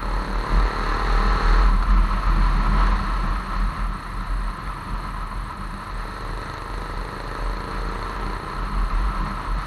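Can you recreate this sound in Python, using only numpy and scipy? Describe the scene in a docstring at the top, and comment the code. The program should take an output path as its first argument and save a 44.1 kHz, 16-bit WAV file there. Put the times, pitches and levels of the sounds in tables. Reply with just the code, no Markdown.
"""A V-twin motorcycle barks through a bend under booming wind, coasts to a speed hump and pulls away.
We ride with a camera on the bike: firings ring the exhaust pipe, valves tick and a loose part rattles.
Vortices throb behind the windscreen, air rushes over the camera case and rough road knocks its mount.
The case's resonances colour the exhaust, the metal and the rush.
Far beneath it all, the camera's electronics hiss and add a faint whine that chirps with each frame."""
import sys
import numpy as np
from scipy import signal
from scipy.fft import rfft, irfft, next_fast_len
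from scipy.io import wavfile
from scipy.ndimage import uniform_filter1d, map_coordinates

SR = 44100
rng = np.random.default_rng(int(sys.argv[2]) if len(sys.argv) > 2 else 0)


def waveform_to_disk(signal):
    """Save audio, clipped to [-1, 1], as 16-bit WAV at the path in sys.argv[1]."""
    frames = np.transpose(np.atleast_2d(signal))
    scaled = np.clip(frames, -1, 1) * 32767
    samples = np.round(scaled).astype(np.int16)
    wavfile.write(sys.argv[1], SR, samples)


N = 426006
TIME = np.arange(N) / SR
CRUISE_RATE = 30  # four-stroke cycles a second

# The revs. Each row: time in seconds, four-stroke cycles a second.
ENGINE_RATE = [(0, 36), (.5, 37.1), (1, 38.5), (1.5, 39.35), (1.8, 39.1), (2.3, 38), (2.8, 36.2),
               (3.6, 31.2), (4.3, 26.7), (5.5, 23.2), (6.2, 23.7), (6.5, 24.45), (7.5, 27.65), (8.5, 30.2),
               (9.66, 28.6)]
# How hard the throttle drives the firings. 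Each row: time in seconds, level in dB.
THROTTLE = [(0, -36), (.6, -33), (1.6, -33), (1.9, -50), (5.7, -51), (5.95, -44), (6.4, -38.5),
            (7.5, -36.5), (8.3, -36), (8.7, -43), (9.66, -44)]
# The ring of the camera case. Each row: centre in Hz, width in Hz, lift in dB.
CASE_MODES = [(1023.4, 174, 9.5), (1170, 214, 4.5), (1308, 127, 9.5), (1690, 320, 2.5), (2710, 200, -2),
              (4287, 317, 11), (6270, 700, 8)]
# The tone of clattering, knocking metal. Each row: frequency in Hz, relative level in dB.
METAL_TONE = [(200, -20.5), (600, 0.5), (1000, -1.5), (1500, 1.5), (1900, 4.5), (2300, -7), (2700, -5),
              (3200, -14.5), (3900, -6), (4900, -19), (7200, -29), (10000, -31), (15000, -64)]


def engine():
    """Exhaust, drone, valve gear and rattle, all locked to one crankshaft."""
    rate, = curves(ENGINE_RATE)
    cycles = np.cumsum(rate) / SR
    lugging = rate.mean() - rate  # positive at low revs
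    return exhaust(cycles, lugging) + drone(cycles, lugging) + clatter(cycles) + rattle(cycles, rate)


def exhaust(cycles, lugging):
    """Two cylinders fire 270 and 450 degrees apart; the throttle sets how hard the pipe barks."""
    # The pipe's broad tone. Each row: frequency in Hz, relative level in dB.
    pipe_tone = [(40, -24), (100, 1.5), (150, -9.5), (230, -6.5), (320, 0.5), (470, 1.5), (680, -11),
                 (870, -3.5), (1100, -13), (1800, -12.5), (3000, -21.5), (4300, -31), (6000, -37),
                 (12000, -49)]
    # The pipe's resonances and one notch. Each row: centre in Hz, width in Hz, lift in dB.
    pipe_modes = [(126, 29, 8), (299, 89, 4), (473, 53, 10.5), (543, 29, -3), (587.4, 54, 10),
                  (825, 120, 9.5)]
    front = strokes(cycles, scatter_db=0.1, jitter_s=0.00005)
    # At low revs the rear cylinder stands out and combustion is rougher.
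    rear = amp(-8 + 0.6 * lugging) * strokes(cycles - 270 / 720, scatter_db=1.5, jitter_s=0.00007)
    rasp = amp(-10 + 0.5 * lugging) * unit(puffs(front + rear, decay_s=0.007))
    firings = rasp - unit(front + rear)
    throttle_db, = curves(THROTTLE)
    return amp(throttle_db) * coloured(street_echoes(firings), pipe_tone, CASE_MODES + pipe_modes)


def street_echoes(x, drift_s=0.00016):
    """Road and walls add copies whose delays drift as the bike moves."""
    # Each row: delay in seconds, echo level in dB.
    echoes = [(.0031, -5.5), (.0074, -8), (0.0117, -12.5), (0.016, -14.5)]
    return x + sum(amp(db) * np.interp(TIME - delay - drift_s * wobble(1.475), TIME, x)
                   for delay, db in echoes)


def drone(cycles, lugging):
    """Low engine orders hum on with the throttle shut, and swell at low revs."""
    # Each row: multiple of the cycle rate, base level in dB.
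    orders = [(3, -52.5), (4, -48), (5, -48.5), (6, -54)]
    throttle_db, = curves(THROTTLE)
    hum = sum(amp(db + 1.8 * wobble(4)) * np.sqrt(2) * np.sin(2 * np.pi * order * cycles)
              for order, db in orders)
    return amp(0.17 * (throttle_db - throttle_db.mean()) + 0.22 * lugging) * hum


def clatter(cycles):
    """Valves tick four times a cycle over the whirr of gears and chain."""
    # Each row: time in seconds, level in dB.
    clatter_levels = [(0, -38), (.7, -31), (1.63, -28.5), (1.72, -36.5), (1.95, -37), (2.15, -34),
                      (2.85, -33), (4, -39), (5.55, -41), (6.1, -37.5), (8.1, -36), (8.45, -38.5),
                      (9.66, -36.5)]
    ticks = strokes(4 * cycles, scatter_db=4, jitter_s=0.0008)
    metal = noise() + amp(-9.5) * unit(puffs(ticks, decay_s=0.0019))
    level_db = curves(clatter_levels)[0] + 0.75 * wobble(14)
    return amp(level_db) * coloured(metal, METAL_TONE, CASE_MODES)


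def rattle(cycles, rate, shake_hz=24.46, half_width_hz=0.18, shake_db=8):
    """A loose part ticks once a cycle, harder under load and as low revs cross its resonance."""
    # Each row: frequency in Hz, relative level in dB.
    tinny_tone = [(500, -38), (1800, -1.5), (3200, -12.5), (4200, -2.5), (4800, -21), (5600, -23),
                  (7800, -20.5), (10000, -31), (14000, -52)]
    ticks = puffs(strokes(cycles, scatter_db=2, jitter_s=0.0002), decay_s=0.0022)
    resonance_db = shake_db / (1 + ((rate - shake_hz) / half_width_hz) ** 2)
    level_db = curves(THROTTLE)[0] - 15.5 + 0.22 * (CRUISE_RATE - rate) + resonance_db
    return amp(level_db) * coloured(ticks, tinny_tone, CASE_MODES)


def wake(boom_hz=41, wander_cycles=0.11, attack_s=0.065, release_s=0.1):
    """Vortices shed by the windscreen throb at one low, unsteady pitch: a murmur surging into booms."""
    # The wake locks into a boom. 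Each row: start in seconds, length in seconds, level in dB.
    booms = [(0.074, 0.19, -24), (0.314, .14, -22.5), (0.485, .23, -17), (.73, 0.3, -24.5),
             (.99, 0.42, -19), (1.416, .45, -15.5), (1.86, 0.23, -14), (2.07, 0.18, -21),
             (2.232, 0.78, -18), (3.004, .42, -22), (3.542, 0.19, -20.5), (3.76, .23, -23.5),
             (4.253, 0.29, -24), (5.04, .29, -29.5), (5.61, 0.21, -30.5), (5.915, .19, -28),
             (6.22, 0.24, -28), (6.666, 0.18, -29.5), (6.893, .2, -29.5), (7.37, 0.22, -24.5),
             (7.72, 0.22, -25.5), (8.175, .2, -29.5), (8.54, 0.17, -25), (8.712, 0.2, -20),
             (8.905, .24, -19.5), (9.14, 0.16, -22), (9.454, 0.17, -22)]
    throb = unit(np.sin(2 * np.pi * (boom_hz * TIME + wander_cycles * wobble(9))))
    swirl = coloured(noise(), [(8, -10), (25, -5), (45, 14), (70, -9), (200, -46), (1000, -100)])
    surges = [amp(db) * arch(start, length, attack_s, release_s) for start, length, db in booms]
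    murmur = amp(-32 + 0.35 * airflow()) * unit(amp(4 * wobble(16)))
    return np.maximum(np.max(surges, axis=0), murmur) * (throb + amp(-12) * swirl)


def buffeting(cruise_db=-36.5, gust_width_s=0.06):
    """Eddies slap the case with a lumpy rumble that grows with airflow and revs."""
    # Each row: time of the peak in seconds, dB over the steady buffeting.
    gusts = [(0.556, 7.5), (2.37, 4.5), (2.74, 5), (3.04, 4), (3.25, 6.5)]
    # Each row: frequency in Hz, relative level in dB.
    rumble_tone = [(15, -22), (40, -4), (65, 2), (95, 1), (125, -1.5), (175, -5), (240, -9.5), (320, -7.5),
                   (420, -23.5), (1000, -46), (8000, -100)]
    # Air trapped behind the windscreen. Each row: centre in Hz, width in Hz, lift in dB.
    cavity_modes = [(76, 14, 2.5), (150.1, 11, 8), (197, 25.4, 14)]
    rate, = curves(ENGINE_RATE)
    steady_db = cruise_db + 0.55 * airflow() + 0.2 * (rate - CRUISE_RATE)
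    gust_db = sum(db * np.exp(-((TIME - peak) / gust_width_s) ** 2) for peak, db in gusts)
    lumps_db = 0.7 * wobble(8)
    rumble = coloured(noise() * amp(1.26 * wobble(30)), rumble_tone, cavity_modes)
    return amp(steady_db + gust_db + lumps_db) * rumble


def wind_rush(cruise_db=-34, flicker_db=0.58):
    """Air streams over the case and rings its resonances."""
    # Each row: frequency in Hz, relative level in dB.
    rush_tone = [(100, -10.5), (300, 0), (500, -6), (820, -4.5), (1000, -1), (1350, -2.5), (1500, -8.5),
                 (2000, -8.5), (3000, -14.5), (4200, -28.5), (5500, -33), (9000, -58), (15000, -69)]
    rush = coloured(noise() * amp(1.3 * wobble(90)), rush_tone, CASE_MODES)
    return amp(cruise_db + airflow() + flicker_db * wobble(11)) * rush


def airflow(cruise_db=-33):
    """Strength of the air over the camera, in dB above cruising."""
    # Each row: time in seconds, strength in dB.
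    flow_levels = [(0, -31.5), (.4, -35.5), (.7, -33), (1.62, -28.5), (1.8, -31), (1.95, -29), (2.4, -29.5),
                   (2.83, -25.5), (3.15, -31), (3.7, -32.5), (4.1, -36.5), (5.1, -34), (6.3, -39.5),
                   (7.4, -40), (7.8, -35), (8.4, -34), (9.3, -31), (9.66, -36.5)]
    return curves(flow_levels)[0] - cruise_db


def jolts():
    """Rough road knocks the case on its mount."""
    # Each row: start in seconds, relative strength in dB.
    bumps = [(1.825, -13), (1.903, -15), (2.459, -31), (2.84, -20), (2.867, -12), (3.237, -24)]
    starts, db = np.transpose(bumps)
    blows = np.bincount((starts * SR).astype(int), amp(db), N)
    knocks = puffs(blows, decay_s=0.0079)
    return amp(-11) * np.std(knocks) * coloured(knocks, METAL_TONE, CASE_MODES)


def whine(busy_hz=8750, idle_hz=10960, flutter_hz=360, frame_rate=29.92, busy_share=0.3):
    """The camera's power supply sings: lower while it works on a frame, silent in short pauses."""
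    frames = frame_rate * TIME + 0.3
    short_job = uniform_filter1d((frames % 1 < busy_share).astype(float), size=70)
    long_job = uniform_filter1d((frames.astype(int) % 15 == 13).astype(float), size=70)  # one frame in 15
    busy = np.maximum(short_job, 0.94 * long_job)
    flutter = flutter_hz * (1 + 0.446 * busy) * wobble(2300)
    pitch_hz = idle_hz + busy * (busy_hz - idle_hz) + flutter + 120 * wobble(70) + 70 * wobble(2.8)
    tone = np.sin(2 * np.pi * np.cumsum(pitch_hz) / SR)
    return amp(-58 + 5.24 * short_job) * ~pauses() * tone


def pauses(every_s=0.33, length_s=0.036, unevenness=0.08):
    """True during the short rests that the electronics take."""
    cycles = TIME / every_s + unevenness * wobble(3)
    return cycles % 1 > 1 - length_s / every_s


def hiss(level_db=-64.5):
    """The camera's own thin, steady noise floor."""
    # Each row: frequency in Hz, relative level in dB.
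    hiss_tone = [(1000, 3), (5000, -15), (7300, -2), (9000, 4), (11500, 9), (12400, 1), (14000, 2),
                 (14500, -7), (15600, -2)]
    return amp(level_db) * coloured(noise(), hiss_tone)


def strokes(turns, scatter_db, jitter_s):
    """An impulse at each whole turn, uneven in size and time."""
    on_beat = np.interp(np.arange(1, int(turns[-1])), turns, np.arange(N))
    size_spread, time_spread = rng.standard_normal((len(on_beat), 2)).T
    at = np.clip(on_beat + time_spread * jitter_s * SR, 0, N - 1).astype(int)
    return np.bincount(at, amp(scatter_db * size_spread), N)


def puffs(blows, decay_s):
    """Each impulse releases a burst of noise that dies away exponentially."""
    return signal.lfilter([1], [1, -np.exp(-1 / (decay_s * SR))], blows) * noise()


def coloured(x, tone, modes=()):
    """x through a causal filter of (Hz, dB) points and resonances, at rms 1."""
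    size = 2 * next_fast_len(N // 2 + 8192)
    hz = np.fft.rfftfreq(size, 1 / SR)
    tone_hz, tone_db = np.transpose(tone)
    db = np.interp(np.log(hz + 1), np.log(tone_hz), tone_db)
    db += sum(lift / (1 + (2 * (hz - centre) / width) ** 2) for centre, width, lift in modes)
    cepstrum = irfft(np.log(amp(db)))[:size // 2]
    response = np.exp(2 * rfft(cepstrum, size))  # minimum phase: the ring follows the hit
    return unit(irfft(rfft(x, size) * response)[:N])


def arch(start, length, attack, release):
    """A smooth envelope: attack, hold, release."""
    ramps = np.clip((TIME - start) / attack, 0, 1) * np.clip((start + length - TIME) / release, 0, 1)
    return np.sin(np.pi / 2 * ramps)


def curves(rows):
    """One value per sample for each column after the time."""
    times, *columns = np.transpose(rows)
    return [np.interp(TIME, times, column) for column in columns]


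def wobble(rate):
    """A smooth random curve, rate knots a second."""
    return map_coordinates(rng.standard_normal(int(N * rate / SR) + 4), [TIME * rate])


def noise():
    """Fresh white noise."""
    return rng.standard_normal(N)


def amp(db):
    """Decibels to gain."""
    return 10 ** (np.asarray(db) / 20)


def unit(x):
    """Scaled to rms 1."""
    return x / np.sqrt(np.mean(x ** 2) + 1e-20)


def scene():
    """Engine, wind, road knocks and the camera's own noise at one microphone."""
    return (engine() + wake() + buffeting() + wind_rush() + jolts() + whine() + hiss())[None]


def record(dry):
    """The camera keeps nothing above its band limit."""
    top_hz = 15700
    return irfft(rfft(dry) * (np.fft.rfftfreq(N, 1 / SR) < top_hz), N)


dry = scene()
out = record(dry)
waveform_to_disk(out)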